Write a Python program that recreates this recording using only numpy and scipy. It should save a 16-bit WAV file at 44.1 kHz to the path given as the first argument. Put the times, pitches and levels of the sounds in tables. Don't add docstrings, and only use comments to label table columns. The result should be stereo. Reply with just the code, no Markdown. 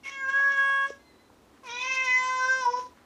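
import sys
import numpy as np
from scipy import signal
from scipy.fft import rfft, irfft
from scipy.io import wavfile
from scipy.ndimage import uniform_filter1d

SR = 44100
rng = np.random.default_rng(int(sys.argv[2]) if len(sys.argv) > 2 else 0)


def digitize_waveform(pressure):
    field = np.atleast_2d(pressure).T
    bounded = np.clip(field, -1, 1)
    quanta = np.round(bounded * 32767).astype(np.int16)
    wavfile.write(sys.argv[1], SR, quanta)


def to_linear_factor(level_db):
    exponent = np.asarray(level_db, float) / 20
    return 10 ** exponent


N = 134505


def at_hz(points, hz):
    table_hz, value = np.transpose(points)
    return np.interp(np.log(hz + 1), np.log(table_hz), value)


def rms_one(x):
    return x / np.sqrt(np.mean(x ** 2) + 1e-20)


def drift(rate_hz):
    r = np.exp(-2 * np.pi * rate_hz / SR)
    wander = signal.lfilter([1], [1, -2 * r, r * r], rng.standard_normal(N + SR))
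    return rms_one(wander[SR:])


def stereo(mid, side):
    return np.array([mid + side, mid - side])


def pan(x, left_db):
    return x * to_linear_factor(np.array([[left_db], [-left_db]]) / 2)


def bumps(rows, size):
    t = np.arange(N) / SR
    return sum(k * np.exp(-.5 * ((t - row[0]) / row[1]) ** 2) for row, k in zip(rows, size))


def puffs(rows, band_hz):
    band = signal.butter(2, band_hz, "band", fs=SR, output="sos")
    noise = rms_one(signal.sosfilt(band, rng.standard_normal(N)))
    return noise * bumps(rows, to_linear_factor(np.array(rows)[:, -1])) * to_linear_factor(4.0 * drift(100))


# f/Hz, level/dB
TONE_SIDE = [(40, -7), (70, -8.5), (150, 3), (300, -7), (1000, 3.5), (2400, 3.5), (6000, -1.5),
             (15000, -1.5)]


def floor(spectrum, level_db, patchy_db):
    hz = np.fft.rfftfreq(N, 1 / SR)
    inside = (hz > spectrum[0][0]) & (hz < spectrum[-1][0])
    gain = to_linear_factor(at_hz(spectrum, hz)) * inside
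    side_gain = to_linear_factor(at_hz(TONE_SIDE, hz))
    noise = rfft(rng.standard_normal((2, N)))
    mid, side = irfft(noise * gain * [np.ones_like(hz), side_gain], N)
    return to_linear_factor(level_db + patchy_db * drift(9.0)) * stereo(mid, side) / np.std(mid)


# f/Hz, density/dB per Hz
RUMBLE = [(15, -48.5), (25, -17.5), (65, 2), (81, 0.5), (141, -5.5), (189, -5.5), (216, -3.5), (240, -10),
          (310, -26.5), (530, -120)]
# f/Hz, density/dB per Hz
TONE = [(140, -27), (240, 0.5), (536, -6), (665, -9), (1030, -10), (1150, -11), (2000, -19), (2500, -25),
        (3250, -41.5), (5500, -120)]
# f/Hz, density/dB per Hz
HISS = [(1470, -18), (2500, -5), (4040, -5.5), (4640, -8), (6640, -9.5), (15500, -19)]


def room_tone():
    rumble = floor(RUMBLE, level_db=-67, patchy_db=0)
    hum = floor(TONE, level_db=-60, patchy_db=.7)
    hiss = floor(HISS, level_db=-69.5, patchy_db=.2)
    return rumble + hum + hiss


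# t/s, f/Hz, level/dB
CHIRP = [
    (.97, 2110, -90),
    (1.0, 2075, -68),
    (1.09, 2060, -66),
    (1.15, 1975, -72),
    (1.22, 2040, -67),
    (1.28, 2000, -71),
]


def chirp():
    s, hz, db = np.transpose(CHIRP)
    t = np.arange(N) / SR
    phase = 2 * np.pi * np.cumsum(np.interp(t, s, hz)) / SR
    level_db = np.interp(t, s, db, -150, -150) + 2 * drift(27)
    octave_db = 0
    return to_linear_factor(level_db) * (np.sin(phase) + to_linear_factor(octave_db) * np.sin(2 * phase))


# t/s, peak/dB, f/Hz, snap/dB
CLICKS = [
    (0.401, -39, 880, -20),
    (0.65, -44.5, 860, -27),
    (.697, -42.5, 830, -22.5),
    (0.903, -33.5, 477, -24),
    (1.301, -49.5, 970, -23),
    (2.2335, -40, 890, 10),
    (2.728, -46, 2200, 1),
]


def clicks():
    decay_cycles, snap_decay_s = 11.6, .004
    out, t = np.zeros(N + SR), np.arange(SR // 20) / SR
    band = signal.butter(2, (700, 4500), "band", fs=SR, output="sos")
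    for s, db, hz, snap_db in CLICKS:
        attack = np.minimum(t * hz, 1)
        knock = 3 * np.sin(2 * np.pi * hz * t) * to_linear_factor(-60 * t * hz / decay_cycles) * attack
        snap = rng.standard_normal(len(t)) * to_linear_factor(snap_db + 5 - 60 * t / snap_decay_s)
        start = int(s * SR)
        out[start:start + len(t)] += to_linear_factor(db) * (knock + signal.sosfilt(band, snap))
    return pan(out[:N], left_db=-1.5)


# t/s, half length/s, level/dB
RUSTLES = [
    (1.565, 0.019, -64.5),
    (3.0, 0.054, -63.5),
]


def rustles():
    return puffs(RUSTLES, band_hz=(620, 2200))


# t/s, half length/s, breath gain/dB, sizzle/dB
SPITS = [(0.053, 0.01, 5.5, -64), (0.086, 0.012, 9, -70.5), (0.281, 0.02, 4.5, -96),
         (0.622, 0.0046, 1, -80), (0.709, .006, 1.5, -74.5), (0.88, 0.03, 5.5, -74),
         (1.662, 0.028, 12, -69), (1.784, 0.0084, 0, -73.5), (1.837, 0.029, 6.5, -70.5),
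         (1.953, 0.0095, 14, -64.5), (2.052, 0.0088, 5.5, -64.5), (2.445, 0.032, 3.5, -81.5),
         (2.652, 0.019, -7.5, -68.5), (2.817, 0.036, -3, -73.5)]


def spits():
    return puffs(SPITS, band_hz=(7000, 10900))


def hump(hz, centre_hz, width_hz, height_db):
    off = 2 * (hz - centre_hz) / width_hz
    return 10 * np.log10(1 + to_linear_factor(2 * height_db) / (1 + off ** 2) ** 2)


# f/Hz, level/dB
THROAT = [(500, -15), (1050, 0), (1600, -10), (2200, -14), (3300, -15), (4200, -26), (7000, -30),
          (10000, -50)]


def tract_db(hz, mouth_hz, height_db, bright_db, top_hz, top_db, chest_db, upper):
    throat = at_hz(THROAT, hz)
    mouth = hump(hz, mouth_hz, 294, height_db)
    bright = bright_db / (1 + (2200 / (hz + 1)) ** 4)
    fall_db_per_khz = 7
    top = hump(hz, top_hz, 190, top_db) - fall_db_per_khz * np.maximum(hz - top_hz, 0) / 1000
    chest = chest_db * (hz < 700)
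    return throat + mouth + bright + top + chest + sum(hump(hz, *peak) for peak in upper)


def fading_db(fades, hz):
    out, t = np.zeros(N), np.arange(N) / SR
    for s, half, place_hz, db in fades:
        near = slice(max(int((s - 4 * half) * SR), 0), int((s + 4 * half) * SR))
        width_hz = max(200, .1 * place_hz * (place_hz > 3400))
        off = (hz[near] - place_hz) / width_hz
        out[near] += db * np.exp(-.5 * ((t[near] - s) / half) ** 2 - .5 * off ** 4)
    return out


# t/s, roughness/0-1
ROUGH = [(.1, 1), (.15, .08), (.86, .08), (.9, .8), (1.65, .9), (1.86, .75), (1.9, .3), (2.08, .35),
         (2.13, .08), (2.61, .06), (2.65, .4), (2.72, .35), (2.77, .2), (2.82, .8)]


def fold_rate(pitch, rough, spit_db):
    t, lag_s = np.arange(N) / SR, .02
    path = uniform_filter1d(np.interp(t, *np.transpose(pitch)), size=int(lag_s * SR))
    jitter = .0007 * drift(38)
    rasp = .007 * (rough + .1 * spit_db) * drift(120)
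    settle = 130 * np.maximum(t - pitch[-1][0], 0)
    scoop = 1200 * np.maximum(pitch[0][0] - t, 0)
    return path * (1 + jitter + rasp) + settle + scoop


def overtones(hz, turns, rough, tract, fades):
    voice = np.zeros(N)
    for k in range(1, 21):
        shimmer = .5 * np.clip(k - 5, .5, 8) * drift(28)
        grain = 5 * rough * np.clip((k - 3) / 3, 0, 1.5) * drift(80)
        level_db = tract_db(k * hz, *tract) + shimmer + fading_db(fades, k * hz) + grain
        voice += to_linear_factor(level_db) * np.sin(2 * np.pi * k * turns + k * k)
    return np.sqrt(2) * voice


# f/Hz, width/Hz, height/dB
AIR_PALATE = (4300, 790, 4.2)


def breath_air(turns, mouth, height, bright, top, top_db, upper):
    bins, times, air = signal.stft(rng.standard_normal(N), SR, nperseg=512)
    at = np.minimum((times * SR).astype(int), N - 1)
    hz = bins[:, None]
    colour = tract_db(hz, mouth[at], 0.57 * height[at], 0.45 * bright[at], top[at], top_db[at] / 2, 0, upper)
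    tilt_db_per_octave = 8
    colour = colour + tilt_db_per_octave * np.log2(hz / 2000 + 0.0057) + hump(hz, *AIR_PALATE)
    air = signal.istft(air * to_linear_factor(colour), SR, nperseg=512)[1][:N]
    return air * (1 + 1.15 * np.cos(2 * np.pi * turns))


# t/s, half length/s, f/Hz, change/dB
SWELLS = [(0.66, 0.1, 2200, 7), (.47, 0.02, 1660, 2.5), (0.079, 0.017, 1600, -15), (0.913, 0.044, 590, 0),
          (2.505, 0.051, 2900, -16.5), (2.02, 0.012, 4800, -7.5), (2.865, 0.013, 505, 27),
          (2.6, 0.044, 1010, -7)]


def yowl(pitch, shape, head, upper, fades):
    t = np.arange(N) / SR
    s, *columns = np.transpose(shape)
    effort, mouth, height, bright, breath = [np.interp(t, s, c) for c in columns]
    head_s, *columns = np.transpose(head)
    top, top_db, chest = [np.interp(t, head_s, c) for c in columns]
    rough = np.interp(t, *np.transpose(ROUGH))
    spit_db = bumps(SPITS, np.array(SPITS)[:, 2])
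    late, early = np.maximum(t - s[-1], 0), np.maximum(s[0] - t, 0)
    hz = fold_rate(pitch, rough, spit_db)
    turns = np.cumsum(hz) / SR
    tract = mouth, height, bright, top, top_db, chest, upper
    release_s, sigh_s = .11, .14
    voice = overtones(hz, turns, rough, tract, fades + SWELLS) * to_linear_factor(-60 * late / release_s)
    air = breath_air(turns, mouth, height, bright, top, top_db, upper)
    air_db = breath + 16.5 + 2.5 * drift(45) + spit_db - 30 * late / sigh_s
    return to_linear_factor(effort - 18000 * early) * (voice + air * to_linear_factor(air_db))


# t/s, f/Hz
PITCH = [
    [(.05, 540), (.13, 549), (.2, 541), (.265, 533), (.31, 544), (.38, 553), (.53, 555), (.6, 550),
     (.86, 550)],
    [(1.69, 469), (1.88, 524), (2.04, 519), (2.09, 505), (2.29, 513), (2.44, 513), (2.5, 521), (2.595, 522),
     (2.668, 483)],
]
# t/s, effort/dB, mouth f/Hz, mouth height/dB, brightness/dB, breath/dB
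YOWL_1 = [(0.034, -83, 2410, 31, 31.5, -5.5), (0.056, -51.5, 2340, 32, -5.5, -4),
          (.14, -49, 1954, 23, 11, -18), (.23, -51.5, 1750, 34, 5, -40),
          (.30, -44.5, 1562, 27.5, 2.5, -18.5), (0.469, -40.5, 1740, 32.5, -1.5, -20.5),
          (.62, -33, 1585, 21, -9, -23), (0.857, -32, 1545, 19.5, -12.5, -32.5),
          (0.901, -60, 1510, 11.5, 1, -2.5)]
YOWL_2 = [(1.634, -49.5, 2490, 24.5, -26, -23), (1.698, -41, 2405, 15.5, -8.5, -17),
          (1.919, -38, 2405, 30.5, 5, -28), (2.141, -37, 2134, 30, 3.5, -24.5),
          (2.283, -32, 1740, 12, -3, -26.5), (2.501, -33.5, 1570, 19.5, -0.5, -42.5),
          (2.618, -42.5, 1265, 26, 8, -44.5), (2.677, -47.5, 890, 31, -2, -19.5),
          (2.796, -45.5, 985, 15.5, -10, -6)]
# t/s, top f/Hz, top height/dB, chest/dB
HEAD_1 = [(.04, 6200, -18.5, 2.5), (.13, 6780, 13, -1.5), (.27, 7170, 22.5, 7.5), (.45, 8400, -1, 4),
          (0.621, 8280, 21, -3), (0.861, 8560, 35.5, -6), (0.901, 7000, 26, 27)]
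HEAD_2 = [(1.64, 6130, 1.8, 4.5), (1.85, 6270, 3.2, 2), (2.069, 6710, 4, 4), (2.14, 6810, 8.3, -4.5),
          (2.35, 8540, 4, -3), (2.6, 8570, 3.6, 13), (2.652, 7700, 2, 5.5), (2.721, 6710, 2.2, 17.5),
          (2.8, 6300, 2.3, 17)]
# f/Hz, width/Hz, height/dB
UPPER = [
    [(5727, 206, 19), (3020, 1090, 4.5)],
    [(5780, 1320, 13), (4010, 140, 9)],
]
# t/s, half length/s, f/Hz, change/dB
FADES = [
    [(.078, .002, 2140, -13), (.09, 0.0015, 2180, -9), (.219, .015, 2750, -25.5), (.25, 0.029, 3230, -18),
     (.266, 0.0063, 2260, -12), (.311, .005, 1630, -18), (.32, 0.011, 545, -19.5), (.327, 0.0049, 1640, -6),
     (.427, 0.0084, 2215, -15), (.462, 0.023, 3380, -17), (.477, .02, 2820, -23),
     (.477, 0.018, 2225, -12.5), (.53, 0.0049, 1640, -3), (.54, 0.021, 1110, -7.5),
     (.574, 0.0035, 2205, -24), (.637, 0.005, 2200, -22), (.725, 0.0054, 2200, -27.5),
     (.812, .007, 2200, -23), (.65, 0.54, 3655, -9.5), (.7, 0.34, 3300, 10)],
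    [(1.72, 0.054, 3530, 16.5), (1.745, 0.0034, 2420, -7.5), (1.775, 0.0044, 2480, -5.5),
     (1.791, 0.0044, 1000, -7.5), (1.804, 0.017, 1440, -20.5), (1.82, .02, 3530, 8.5),
     (1.86, 0.0033, 2590, -13.5), (1.865, 0.0021, 1560, -25), (1.893, 0.0065, 1045, -8.5),
     (1.943, 0.0089, 2085, -26), (1.955, 0.0056, 2580, -19), (1.94, 0.016, 4140, 8.5),
     (2.049, 0.011, 2060, -33.5), (2.05, 0.0056, 2620, -19), (2.073, 0.0038, 2550, -6),
     (2.141, 0.032, 1505, -10.5), (2.15, .018, 3600, -20), (2.29, 0.016, 2110, 14),
     (2.27, 0.012, 2100, -27), (2.288, 0.0079, 1550, -13), (2.375, 0.016, 1538, -16),
     (2.469, 0.0036, 2065, -14), (2.471, 0.0069, 1570, -23), (2.505, 0.012, 1050, -10),
     (2.626, 0.0048, 2010, -9), (2.647, 0.0048, 1010, -11.5), (2.716, 0.0088, 970, -26.5),
     (2.73, 0.0042, 1005, -31), (2.76, 0.096, 5340, 19.5), (2.79, 0.0066, 493, 7)],
]


def cat():
    first = yowl(PITCH[0], YOWL_1, HEAD_1, UPPER[0], FADES[0])
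    second = yowl(PITCH[1], YOWL_2, HEAD_2, UPPER[1], FADES[1])
    return first + second


def room(x):
    t60_s, delay_s, level_db, side_db = 0.27, 0.0096, -11, -6
    t = np.arange(SR) / SR
    tail = rng.standard_normal((SR, 2)).T * to_linear_factor(-60 * t / t60_s) * (t > delay_s)
    tail = signal.sosfilt(signal.butter(1, 9500, fs=SR, output="sos"), tail)
    mid, side = signal.fftconvolve(x[None], tail / np.linalg.norm(tail[0]))[:, :N]
    return to_linear_factor(level_db) * stereo(mid, to_linear_factor(side_db) * side)


def scene():
    far = cat() + spits() + rustles() + chirp()
    ground = room_tone()
    return pan(far, left_db=0.5) + room(far) + clicks() + ground


def roll_off(x):
    return signal.sosfilt(signal.butter(12, 15710, fs=SR, output="sos"), x)


def record(dry):
    return roll_off(dry)


dry = scene()
out = record(dry)
digitize_waveform(out)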